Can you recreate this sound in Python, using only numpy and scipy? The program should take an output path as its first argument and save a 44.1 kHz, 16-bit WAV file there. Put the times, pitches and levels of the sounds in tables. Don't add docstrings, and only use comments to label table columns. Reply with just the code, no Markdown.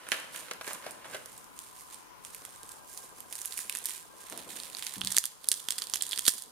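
import sys
import numpy as np
from scipy import signal
from scipy.io import wavfile
from scipy.ndimage import uniform_filter1d

SR = 44100
rng = np.random.default_rng(int(sys.argv[2]) if len(sys.argv) > 2 else 0)


def master_out(mix):
    frames = np.transpose(np.atleast_2d(mix))
    ceiling = np.clip(frames, -1, 1)
    pcm = np.round(ceiling * 32767).astype(np.int16)
    wavfile.write(sys.argv[1], SR, pcm)


N = 287253
T = np.arange(N) / SR
HALF_OCTAVES_HZ = 25 * 2 ** np.arange(0, 9.6, .5)
SIDES = np.array([[1], [-1]])

# (relative, per Hz)
AIR_SPECTRUM = [(25, -10.5), (200, -6.5), (340, -10), (476, -7.5), (673, -14.5), (951, -10), (1345, -11),
                (1900, -16.5), (2700, -18), (10100, -27.5), (16000, -24)]
# pitch_hz, left_over_right_db
AIR_BALANCE = [(60, 3), (150, -2), (380, 2.5), (950, 11), (2380, 2.5), (5980, -7), (15000, 1)]
# pitch_hz, likeness (-1 to 1)
AIR_LIKENESS = [(60, -0.56), (240, -0.49), (950, 0.0047), (3770, -0.19), (15000, 0.081)]
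# pitch_hz, width_hz, rms_db (before panning)
HUM_BANDS = [(1004, 118, -65), (1193, 5, -73), (879, 31, -72.5), (748, 6.1, -73.5)]
# pitch_hz, width_hz, level_db (relative)
TRAY_MODES = [(377, 230, -12), (568, 150, 3), (1031, 1000, 1), (1560, 260, -3), (1990, 530, -10.5),
              (2760, 230, -9)]
# start_s, peak_db (before the modes), centre_hz
TRAY_POPS = [(0.067, -35.5, 1460), (0.119, -8.5, 2280), (0.122, -25, 1280), (0.142, -33, 1600),
             (0.185, -37, 1380), (0.345, -29, 1680), (0.3767, -38, 2310), (0.5374, -39, 1850),
             (0.644, -28.5, 1990), (0.667, -33, 1550), (0.677, -25.5, 707), (0.7076, -35, 990),
             (0.746, -39, 990), (0.84, -41.5, 1660), (0.864, -25, 552), (0.864, -41, 1900),
             (1.044, -38, 1530), (1.055, -36, 573), (1.098, -45, 900), (1.134, -34, 1550),
             (1.148, -33, 1580), (1.1453, -22.5, 558), (1.163, -42, 1550)]
# start_s, hold_s, level_db (before the modes)
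TRAY_GRIPS = [(0, 0.047, -47.5), (0.122, 0.049, -42), (0.347, 0.16, -50.5), (0.678, 0.02, -44),
              (0.844, 0.03, -46), (1.02, 0.038, -49), (1.12, 0.015, -46)]
# pitch_hz, left_over_right_db
NEAR_BALANCE = [(60, -0.5), (180, 18), (550, 1), (1650, -9), (4970, -7.5), (15000, -7.5)]
# pitch_hz, likeness (-1 to 1)
NEAR_LIKENESS = [(60, -0.35), (240, 1), (950, 0.47), (3770, 0.64), (15000, 0.23)]
# start_s, bright_peak_db, ring_over_bright_db, push_over_bright_db, ring_hz, bright_hz
SHEET_CRACKS = [(0.0877, -32.5, -4, -1, 2430, 9300), (0.1182, -21.5, 3, -1.5, 2750, 7500),
                (0.2, -36, -19, -13, 1830, 8700), (0.361, -33, 1.5, -5, 2840, 9500),
                (0.535, -31.5, -12, -21, 2147, 7700), (0.667, -42, -11, -15.5, 2260, 9500),
                (0.6768, -35.5, -2, 3, 2850, 9500), (0.732, -29, -23, -13.0, 1810, 10100),
                (0.909, -32, -15, -18, 1870, 9600), (1.2588, -35, -18.5, -21, 1850, 10600),
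                (1.3784, -35, -21.5, -16.5, 2735, 9600), (1.5899, -30, -7, -30, 3330, 8300),
                (1.809, -39.5, -10, -25, 2060, 9400), (1.9443, -35, -10, -23, 3630, 9420),
                (2.2493, -31, -7, -15.5, 2610, 8400), (2.347, -31, -9, -29, 2450, 8450),
                (2.451, -31.5, -5.5, -8, 3300, 7500), (2.632, -33.5, -9, -27, 3610, 9500),
                (2.6913, -34, -11, -30, 3225, 7540), (2.7169, -36.5, -5, -15, 3980, 8000),
                (2.975, -28, -6, -29.5, 4520, 9900), (3.2044, -30, -15, -32, 3450, 11400),
                (3.326, -27, -5.5, -26, 3460, 9600), (3.3539, -26, -13, -28.0, 2560, 9040),
                (3.3895, -33, -6, -26, 3480, 9500), (3.416, -28.5, -14, -33, 3850, 9650),
                (3.4507, -30.5, -3, -13, 3200, 9000), (3.457, -20.5, -27, -26, 5000, 10500),
                (3.523, -38.5, 8, -22, 3900, 8300), (3.54, -34, -8.5, -27, 2990, 9600),
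                (3.574, -28, -10, -27.0, 4520, 9100), (3.5772, -24.5, -6, -18, 2340, 10000),
                (3.59, -27.5, -5, -6.5, 1790, 9500), (3.6962, -21, -2.5, -23.5, 2580, 9650),
                (3.725, -31, -3, -21.0, 2706, 9400), (3.751, -24, -7.5, -23, 1640, 10750),
                (3.758, -26.5, -6, -12, 2700, 10100), (3.771, -27.0, -14, -23, 4390, 9500),
                (3.7871, -30.5, -26.5, -20, 4370, 9300), (3.8406, -32, -21, -24, 4130, 10200),
                (3.8568, -14, -30, -37.5, 2500, 10000), (3.8688, -35, -3, -16.5, 3140, 9320),
                (3.895, -27, -12.5, -13, 3150, 9500), (4.299, -31, -19, -13, 2240, 10500),
                (4.324, -33.5, 0, -0.5, 3957, 9500), (4.376, -28.5, -10, -13.5, 3080, 9700),
                (4.491, -43, 2, -14, 3190, 10900), (4.535, -43, -11, -16, 3140, 9300),
                (4.5706, -34, -4.0, -15, 2860, 8250), (4.6004, -33, 4, -25, 4700, 9680),
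                (4.6342, -37.5, 1, -18.0, 5060, 8400), (4.7486, -37.5, 10, -7, 4600, 8200),
                (4.769, -31, 1, -20.5, 4950, 10300), (4.786, -31.5, -2, -9.5, 4200, 9700),
                (4.8244, -29.5, 5.5, -9, 3860, 7950), (4.8669, -25, 2, -18, 5030, 7550),
                (4.9383, -31, -11, -10, 2000, 9000), (4.957, -34, 1, -12, 3540, 9500),
                (5.0105, -28, -3.5, -24, 3960, 8600), (5.015, -30, 13, 0.5, 2820, 5620),
                (5.036, -38, 4, -2, 3620, 8500), (5.0479, -23.5, -3, -16, 4670, 8400),
                (5.0723, -18, 2.5, -21, 5020, 7900), (5.1052, -31, -22.0, -14, 4070, 8500),
                (5.118, -20.5, -15, -14, 3520, 8750), (5.1224, -19, -7, -27, 4310, 7800),
                (5.1454, -27.5, -2, -9, 3620, 8300), (5.151, -32, -12, -8, 5000, 7600),
                (5.167, -8, -4.5, -28, 4500, 7850), (5.1765, -15, 0, -12.5, 1900, 6530),
                (5.1837, -2.5, -17.5, -42, 3300, 8200), (5.2398, -20.5, -0.5, -11.5, 3300, 8700),
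                (5.255, -13.5, -6.5, -35, 4760, 9800), (5.443, -31, 1.5, -16, 4100, 9860),
                (5.473, -34.0, -10.0, -9, 4800, 10160), (5.4871, -5.5, -20, -43, 3260, 10100),
                (5.5163, -7, -3.5, -38.5, 3800, 8070), (5.527, -29, -18.5, -30, 3920, 9000),
                (5.5403, -23, -5.5, -18, 3670, 5800), (5.5969, -36, 2, -28, 3520, 6400),
                (5.6862, -17, 0, -12, 3250, 8900), (5.7062, -10.5, -8, -28, 3130, 7300),
                (5.7221, -21.5, 0, -17, 5000, 7440), (5.7821, -26, 3, -14, 4587, 8440),
                (5.786, -24.5, -0.5, -16, 3430, 7800), (5.7986, -35.5, -16, -23, 3730, 8700),
                (5.82, -22.5, 3, -12, 4570, 7700), (5.839, -30.5, -4, -20, 4780, 8200),
                (5.8699, -32, -0.5, -15.0, 4780, 7700), (5.898, -30, -4, -23, 2890, 8700),
                (5.937, -13.5, -0.5, -15, 4900, 7540), (5.9424, -23.5, -1, -21, 3240, 7450),
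                (5.9574, -17.5, -6, -17, 2970, 8850), (5.9706, -33, 3.5, -24, 3200, 8450),
                (6.008, -32, 1, -27, 3380, 8050), (6.011, -34.5, 10, -16, 3150, 7800),
                (6.0226, -14.5, -14, -26, 3240, 9700), (6.0349, -29.5, 1, -17, 3240, 8000),
                (6.066, -28, -7, -31, 3360, 9500), (6.081, -39, -14, -23, 4600, 8300),
                (6.092, -30, -11, -23, 4820, 9900), (6.1113, -29, 3, -29, 4460, 9300),
                (6.12, -27.5, 5.0, -19, 3460, 8000), (6.1242, -28.5, -2, -28, 4650, 10000),
                (6.1314, -30, 13.5, -2.5, 3400, 7400), (6.1613, -30, -3, -26, 3380, 9900),
                (6.1763, -27, 6.5, -8, 4832, 7800), (6.1871, -21, -4, -13, 3500, 9000),
                (6.192, -19.5, -3, -16, 3290, 8300), (6.2076, -34, -16, -27, 3430, 7640),
                (6.2532, -26, 3, -28, 3520, 9200), (6.2584, -34, -10.0, -26.5, 4340, 8300),
                (6.263, -31, -4, -10, 4310, 9800), (6.265, -20, 3.5, -18, 4350, 8900),
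                (6.269, -30, -17, -16.5, 4370, 7700), (6.2772, -15.5, -1, -17, 3530, 8500),
                (6.2799, -5, -3, -14.5, 3670, 9140), (6.2835, -7, -27, -17.5, 3330, 9400),
                (6.2842, -12, -27, -17, 4760, 7600), (6.3028, -24, -20, -10, 4610, 8300),
                (6.3373, -24, -22.0, -11, 4100, 9700), (6.3812, -26, -5, -13, 4480, 10100),
                (6.422, -27.5, -6, -25, 4780, 9650)]
# start_s, hold_s, level_db (before trim), lower_over_level_db
SHEET_SQUEEZES = [(0.124, 0.019, -48.5, 0), (0.362, 0.021, -47, 0.5), (0.679, 0.027, -47, -20),
                  (0.89, 0.013, -55.5, -5), (1.1, 0.091, -55, -5), (1.29, 0.13, -57, -1),
                  (1.576, 0.067, -54.5, -1), (1.772, 0.019, -52, -2.5), (1.92, 0.02, -53.5, 1),
                  (2.255, 0.31, -56, -0.5), (2.662, 0.087, -56, -2.5), (2.89, 0.15, -51, -4),
                  (3.167, 0.022, -55.5, -2), (3.321, 0.16, -49, -3), (3.523, 0.11, -46, -2),
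                  (3.748, 0.015, -47.5, 4), (3.886, 0.0063, -40, 0), (4.186, 0.046, -54, 0),
                  (4.302, 0.094, -52, 5.5), (4.51, 0.14, -46.5, 2.5), (4.76, 0.1864, -47.5, 3),
                  (5.062, 0.16, -46, 3.5), (5.437, 0.0052, -54, 2), (5.56, 0.0089, -43, -2),
                  (5.717, 0.12, -49.5, 2.5), (5.948, 0.0069, -47, 2), (6.057, 0.12, -50, 3),
                  (6.279, 0.0064, -33.5, -0.5)]
# (relative, per Hz)
SHEET_SPECTRUM = [(1900, -6.5), (2700, -7), (3800, -4.5), (5400, -7), (7600, -3.5), (10800, -7),
                  (15200, -8.5)]
# start_s, reflections_db
REFLECTION_CURVE = [(0, -5), (4.5, -11.5), (5.3, -14.5), (6.51, -14)]
# start_s, level_db (before trim and flutter)
ARM_CURVE = [(0, -76), (1.16, -53.5), (1.63, -69), (4.28, -77), (4.33, -46.5), (4.45, -55.5), (4.55, -53),
             (5.26, -65), (6.51, -61.5)]
THROB_ENDS = [2.416, 2.482, 2.549, 2.635, 2.737, 2.835, 2.935, 3.036, 3.116, 3.183, 3.25, 3.313, 3.401,
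              3.502, 3.576, 3.648, 3.737, 3.817, 3.885, 3.968, 4.051, 4.137, 4.238]
# start_s, level_db
BUMP_CURVE = [(4.964, -75.5), (4.969, -46), (4.988, -45.5), (5.015, -52), (5.05, -43.5), (5.12, -55),
              (5.195, -60)]
# pitch_hz, width_hz, level_db (rms at the first moment, under the bump curve)
COUNTER_MODES = [(45, 66, -7.5), (120.2, 30, -6), (274, 65, -3), (460, 50, -12)]

AIR_DB = -56
TRAY_PAN_DB, TRAY_LEAD = 0.5, 3
STRIKE_DB = 8
GRIP_RISE_DB_S, GRIP_FADE_DB_S = 500, 80
SNAP_S = .0003
CRACK_T60_S, CRACK_RISE_S, PUSH_T60_S = .004, .0003, .011
SNAP_OVER_DB, SNAP_PER_DB = 12, .35
RING_GAIN_DB, BRIGHT_GAIN_DB, PUSH_GAIN_DB = 1, 0.5, -1
THUMP_GAIN_DB, THUMP_PER_DB = -1.5, 0.34
GRAIN_T60_S, HISS_SHARE = .004, .95
SQUEEZE_RISE_DB_S, SQUEEZE_FADE_DB_S = 260, 119
KITCHEN_T60_S, WALL_CUT_HZ = 0.54, 7000
THROB_HZ, THROB_DB = 1597, -60.5
THROB_REST_S, THROB_TAIL_S, THROB_EDGE_S = 0.0566, 0.0049, 0.0036
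COUNTER_HZ = 188.5
COUNTER_SAG_HZ, COUNTER_SAG_S = 25.1, 0.0163
SIDE_FADE_DB_S = 73.5
CUP_FROM_S, CUP_TO_S = 4.97, 5
CUP_HZ, CUP_WIDTH_HZ, CUP_GAIN = 3350, 350, .8
CUP_UPPER_HZ, CUP_UPPER_GAIN = 4605, 0.334
GAP_HZ, GAP_WIDTH_HZ, GAP_DEPTH = 2310, 1530, 0.56
CUTOFF_HZ = 16900


def from_db(db):
    return 10 ** (np.asarray(db) / 20)


def rms_one(x):
    return x / np.sqrt(np.mean(x ** 2) + 1e-20)


def level(rows):
    rows = np.array(rows)
    return from_db(np.interp(T, rows[:, 0], rows[:, 1], left=-150, right=-150))


def at_hz(points, hz):
    points = np.array(points)
    return np.interp(np.log(hz), np.log(points[:, 0]), points[:, 1])


def band(x, low_hz, high_hz):
    sos = signal.butter(2, [low_hz, high_hz], "band", fs=SR, output="sos")
    return signal.sosfilt(sos, x + 1e-18)


def resonance(x, hz, width):
    r = np.exp(-np.pi * width / SR)
    zeros = (1 - r * r) / 2 * np.array([1, 0, -1])
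    poles = [1, -2 * r * np.cos(2 * np.pi * hz / SR), r * r]
    return signal.lfilter(zeros, poles, x + 1e-18)


def drift(rate):
    knots = rng.standard_normal(int(N / SR * rate) + 2)
    return rms_one(np.interp(T * rate, np.arange(len(knots)), knots))


def pair(carrier, alike):
    alike = np.clip(alike, -.95, .95)
    mid, side = np.sqrt(1 + alike) * carrier[0], np.sqrt(1 - alike) * carrier[1]
    return (mid + side * SIDES) / np.sqrt(2)


def bursts(seconds, db, pan_db, t60):
    clicks = np.full((2, N), 1e-18)
    at = np.round(np.asarray(seconds) * SR).astype(int)
    np.add.at(clicks, (slice(None), at), from_db(db + SIDES * pan_db / 2))
    return signal.lfilter([1], [1, -from_db(-60 / (t60 * SR))], clicks)


def swells(seconds, hold_s, db, rise_db_s, fade_db_s):
    power = 0
    for at, hold, top_db in zip(seconds, hold_s, db):
        rise_db = rise_db_s * np.maximum(at - T, 0)
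        fade_db = fade_db_s * np.maximum(T - at - hold, 0)
        power = power + from_db(top_db - rise_db - fade_db) ** 2
    return np.sqrt(power)


def air(patchy_db=1.5):
    white, room = rng.standard_normal((2, 2, N)), 0
    for k, (low, high) in enumerate(zip(HALF_OCTAVES_HZ, HALF_OCTAVES_HZ[1:])):
        hz = np.sqrt(low * high)
        balance_db = SIDES * at_hz(AIR_BALANCE, hz) / 2
        gain = from_db(at_hz(AIR_SPECTRUM, hz) + patchy_db * drift(6.2) + balance_db)
        room = room + gain * pair(band(white[k % 2], low, high), at_hz(AIR_LIKENESS, hz))
    hum, motor = 0, pair(white[0], -0.82)
    for hz, width, db in HUM_BANDS:
        hum = hum + from_db(db) * rms_one(resonance(resonance(motor, hz, width), hz, width))
    return from_db(AIR_DB) * rms_one(room) + hum * from_db(SIDES * 6.0)


def tray(pop_t60=0.056, focus_db=21.0, creaks_per_s=440.0):
    s, peak_db, centre_hz = np.transpose(TRAY_POPS)
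    noise = pair(rng.standard_normal((2, N)), 0.64)
    born = np.flatnonzero(rng.random(N) < creaks_per_s / SR)
    creak_db = 7.06 * rng.exponential(1, len(born))
    creaks = rms_one(bursts(born / SR, creak_db, np.zeros(len(born)), 0.033))
    grip = swells(*np.transpose(TRAY_GRIPS), GRIP_RISE_DB_S, GRIP_FADE_DB_S)
    rub = grip * from_db(-8.5) * (creaks + 0.65)
    out = np.zeros((2, N))
    for hz, width, db in TRAY_MODES:
        mode_db = db - focus_db * np.abs(np.log2(hz / centre_hz)) + rng.normal(0, 1.0, len(s))
        rattle = bursts(s, peak_db + mode_db + 6.5, TRAY_PAN_DB, pop_t60)
        drive = rattle + rub * from_db(db + 11.5)
        strike = bursts(s, peak_db + mode_db + STRIKE_DB, TRAY_PAN_DB, SNAP_S)
        balance = from_db(SIDES * (at_hz(NEAR_BALANCE, hz) + 1.8) / 2)
        out += resonance(drive * noise + strike, hz, width) * balance
    return np.stack([out[0], np.roll(out[1], TRAY_LEAD)])


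def kitchen(x):
    t = np.arange(SR // 2) / SR
    noise = rng.standard_normal((2, len(t))) * (t > .005)
    dull = band(noise, 100, WALL_CUT_HZ)
    answer = dull * from_db(-60 * t / KITCHEN_T60_S)
    answer = answer + (noise - dull) * from_db(-60 * t / (0.81 * KITCHEN_T60_S))
    answer = answer / np.sqrt(np.sum(answer[0] ** 2))
    return signal.fftconvolve(x.mean(axis=0)[None], answer, axes=1)[:, :N]


def crackle(grains_per_s=320.0, spread_db=2.0):
    s, bright_db, ring_db = np.transpose(SHEET_CRACKS)[:3]
    start, hold_s, bed_db, lower_db = np.transpose(SHEET_SQUEEZES)
    born = np.flatnonzero(rng.random(N) < grains_per_s * from_db(2.0 * drift(60)) / SR)
    grain_db = spread_db * np.minimum(rng.exponential(1, len(born)), 3.5)
    grain_hz = 2500 * 2 ** rng.uniform(0, 0.8, len(born))
    grain_pan_db = rng.normal(0, 1.7, len(born))
    signs, out = rng.choice([-1., 1.], (2, 2, N)), 0
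    bright = swells(start, hold_s, bed_db, SQUEEZE_RISE_DB_S, SQUEEZE_FADE_DB_S)
    dull = swells(start, hold_s, bed_db + lower_db, SQUEEZE_RISE_DB_S, SQUEEZE_FADE_DB_S)
    for k in range(12, len(HALF_OCTAVES_HZ) - 1):
        low, high = HALF_OCTAVES_HZ[k], HALF_OCTAVES_HZ[k + 1]
        hz = np.sqrt(low * high)
        splinters = bursts(s, bright_db - 20.5 + (ring_db + 3.5) * (hz < 5000), 0 * s, 0.058)
        octaves_off = np.abs(np.log2(hz / grain_hz))
        grains = bursts(born / SR, grain_db - 0.9 * octaves_off, grain_pan_db, GRAIN_T60_S)
        bed = (bright if hz > 5000 else dull) * from_db(1.5) + splinters
        colour = from_db(at_hz(SHEET_SPECTRUM, hz) + SIDES * at_hz(NEAR_BALANCE, hz) / 2)
        bed = bed * colour * (rms_one(grains) + HISS_SHARE)
        out = out + band(bed * pair(signs[k % 2], at_hz(NEAR_LIKENESS, hz)), low, high)
    return out


def crack_part(noise, pan_db, bright_db, hz, t60, colour, peak_db):
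    t = np.arange(1024) / SR
    burst = pair(noise, at_hz(NEAR_LIKENESS, hz))
    burst = burst * from_db(-60 * t / t60) * (1 - np.exp(-t / CRACK_RISE_S))
    snap_db = SNAP_OVER_DB + SNAP_PER_DB * bright_db
    burst = burst + from_db(snap_db - 60 * np.abs(t - CRACK_RISE_S) / SNAP_S)
    burst = colour(burst) * from_db(SIDES * (at_hz(NEAR_BALANCE, hz) + pan_db) / 2)
    return from_db(peak_db) * burst / np.abs(burst.mean(axis=0)).max()


def cracks(ring_q=4.0, bright_q=1.7):
    treble, push = np.zeros((2, N + 1024)), np.zeros((2, N + 1024))
    noises = rng.standard_normal((len(SHEET_CRACKS), 2, 1025))
    for (s, bright_db, ring_db, low_db, ring_hz, bright_hz), noise in zip(SHEET_CRACKS, noises):
        def bright_colour(x):
            return resonance(band(x, 4300, 19000), bright_hz, bright_hz / bright_q)

        def ring_colour(x):
            return resonance(band(x, 1790, 5370), ring_hz, ring_hz / ring_q)

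        def push_colour(x):
            return band(x, 730, 1666)

        def thump_colour(x):
            return band(x, 224, 845)

        at = slice(int(s * SR), int(s * SR) + 1024)
        shared = noise[:, 1:], noise[0, 0], bright_db
        bright_peak_db = bright_db + BRIGHT_GAIN_DB
        ring_peak_db = bright_db + ring_db + RING_GAIN_DB
        push_peak_db = bright_db + low_db + PUSH_GAIN_DB
        thump_peak_db = bright_db + low_db + THUMP_GAIN_DB + THUMP_PER_DB * bright_db
        treble[:, at] += crack_part(*shared, bright_hz, CRACK_T60_S, bright_colour, bright_peak_db)
        treble[:, at] += crack_part(*shared, ring_hz, CRACK_T60_S, ring_colour, ring_peak_db)
        push[:, at] += crack_part(*shared, 1300, PUSH_T60_S, push_colour, push_peak_db)
        push[:, at] += crack_part(*shared, 480, PUSH_T60_S, thump_colour, thump_peak_db)
    return treble[:, :N], push[:, :N]


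def arm_rumble():
    noise = pair(rng.standard_normal((2, N)), 0.72)
    flutter = from_db(-6.5 + 3.8 * drift(25))
    return level(ARM_CURVE) * flutter * rms_one(band(noise, 140, 729))


def throb(thud_db=-41.5):
    s = np.array(THROB_ENDS)
    on = sum((T > last + THROB_REST_S) & (T < end + THROB_TAIL_S) for last, end in zip(s, s[1:]))
    swell = from_db(THROB_DB) * uniform_filter1d(on.astype(float), int(THROB_EDGE_S * SR))
    thud_levels_db = thud_db + 2.0 * rng.standard_normal(len(s))
    thuds = bursts(s, thud_levels_db, np.zeros(len(s)), 0.12) * rng.standard_normal(N)
    tone = np.sin(2 * np.pi * THROB_HZ * T + SIDES * 0.63)
    return swell * tone + band(thuds, 215, 800)


def counter_bump():
    noise = pair(rng.standard_normal((2, N)), 0.72)
    since = np.clip(T - BUMP_CURVE[0][0], 0, 1)
    shake = 0
    for hz, width, db in COUNTER_MODES:
        mode = rms_one(resonance(resonance(noise, hz, width), hz, width))
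        shake = shake + from_db(db - SIDE_FADE_DB_S * since * hz / COUNTER_HZ) * mode
    pitch_hz = COUNTER_HZ + COUNTER_SAG_HZ * np.exp(-since / COUNTER_SAG_S)
    tone = np.sin(2 * np.pi * np.cumsum(pitch_hz) / SR + 0.48 * drift(30))
    return level(BUMP_CURVE) * (tone + shake)


def cupped(x):
    closed = np.clip((T - CUP_FROM_S) / (CUP_TO_S - CUP_FROM_S), 0, 1)
    x = x - closed * GAP_DEPTH * resonance(x, GAP_HZ, GAP_WIDTH_HZ)
    ring = CUP_GAIN * resonance(x, CUP_HZ, CUP_WIDTH_HZ)
    ring = ring + CUP_UPPER_GAIN * resonance(x, CUP_UPPER_HZ, 2 * CUP_WIDTH_HZ)
    return x + closed * ring


def scene():
    treble, push = cracks()
    near = cupped(treble + crackle()) + tray()
    reflections = kitchen(near * level(REFLECTION_CURVE))
    return air() + near + push + reflections + arm_rumble() + throb() + counter_bump()


def record(dry, knee_db=-29.0, ratio=0.5, release_db_s=8.0):
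    power = signal.lfilter([.002], [1, -.998], np.mean(dry ** 2, axis=0))
    loud_db = 10 * np.log10(power + 1e-12)
    wanted_db = ratio * np.maximum(loud_db - knee_db, 0)
    duck_db = np.maximum.accumulate(wanted_db + release_db_s * T) - release_db_s * T
    wet = dry * from_db(-signal.lfilter([.004], [1, -.996], duck_db))
    wet = wet + 1.22 * resonance(wet, 9560, 3130)
    wet = wet - 0.79 * resonance(wet, 16000, 2000)
    wet = wet - .85 * resonance(wet, 7850, 120)
    top_cut = signal.cheby2(12, 60, CUTOFF_HZ, fs=SR, output="sos")
    return signal.sosfilt(top_cut, np.clip(wet, -1, 1))


dry = scene()
out = record(dry)
master_out(out)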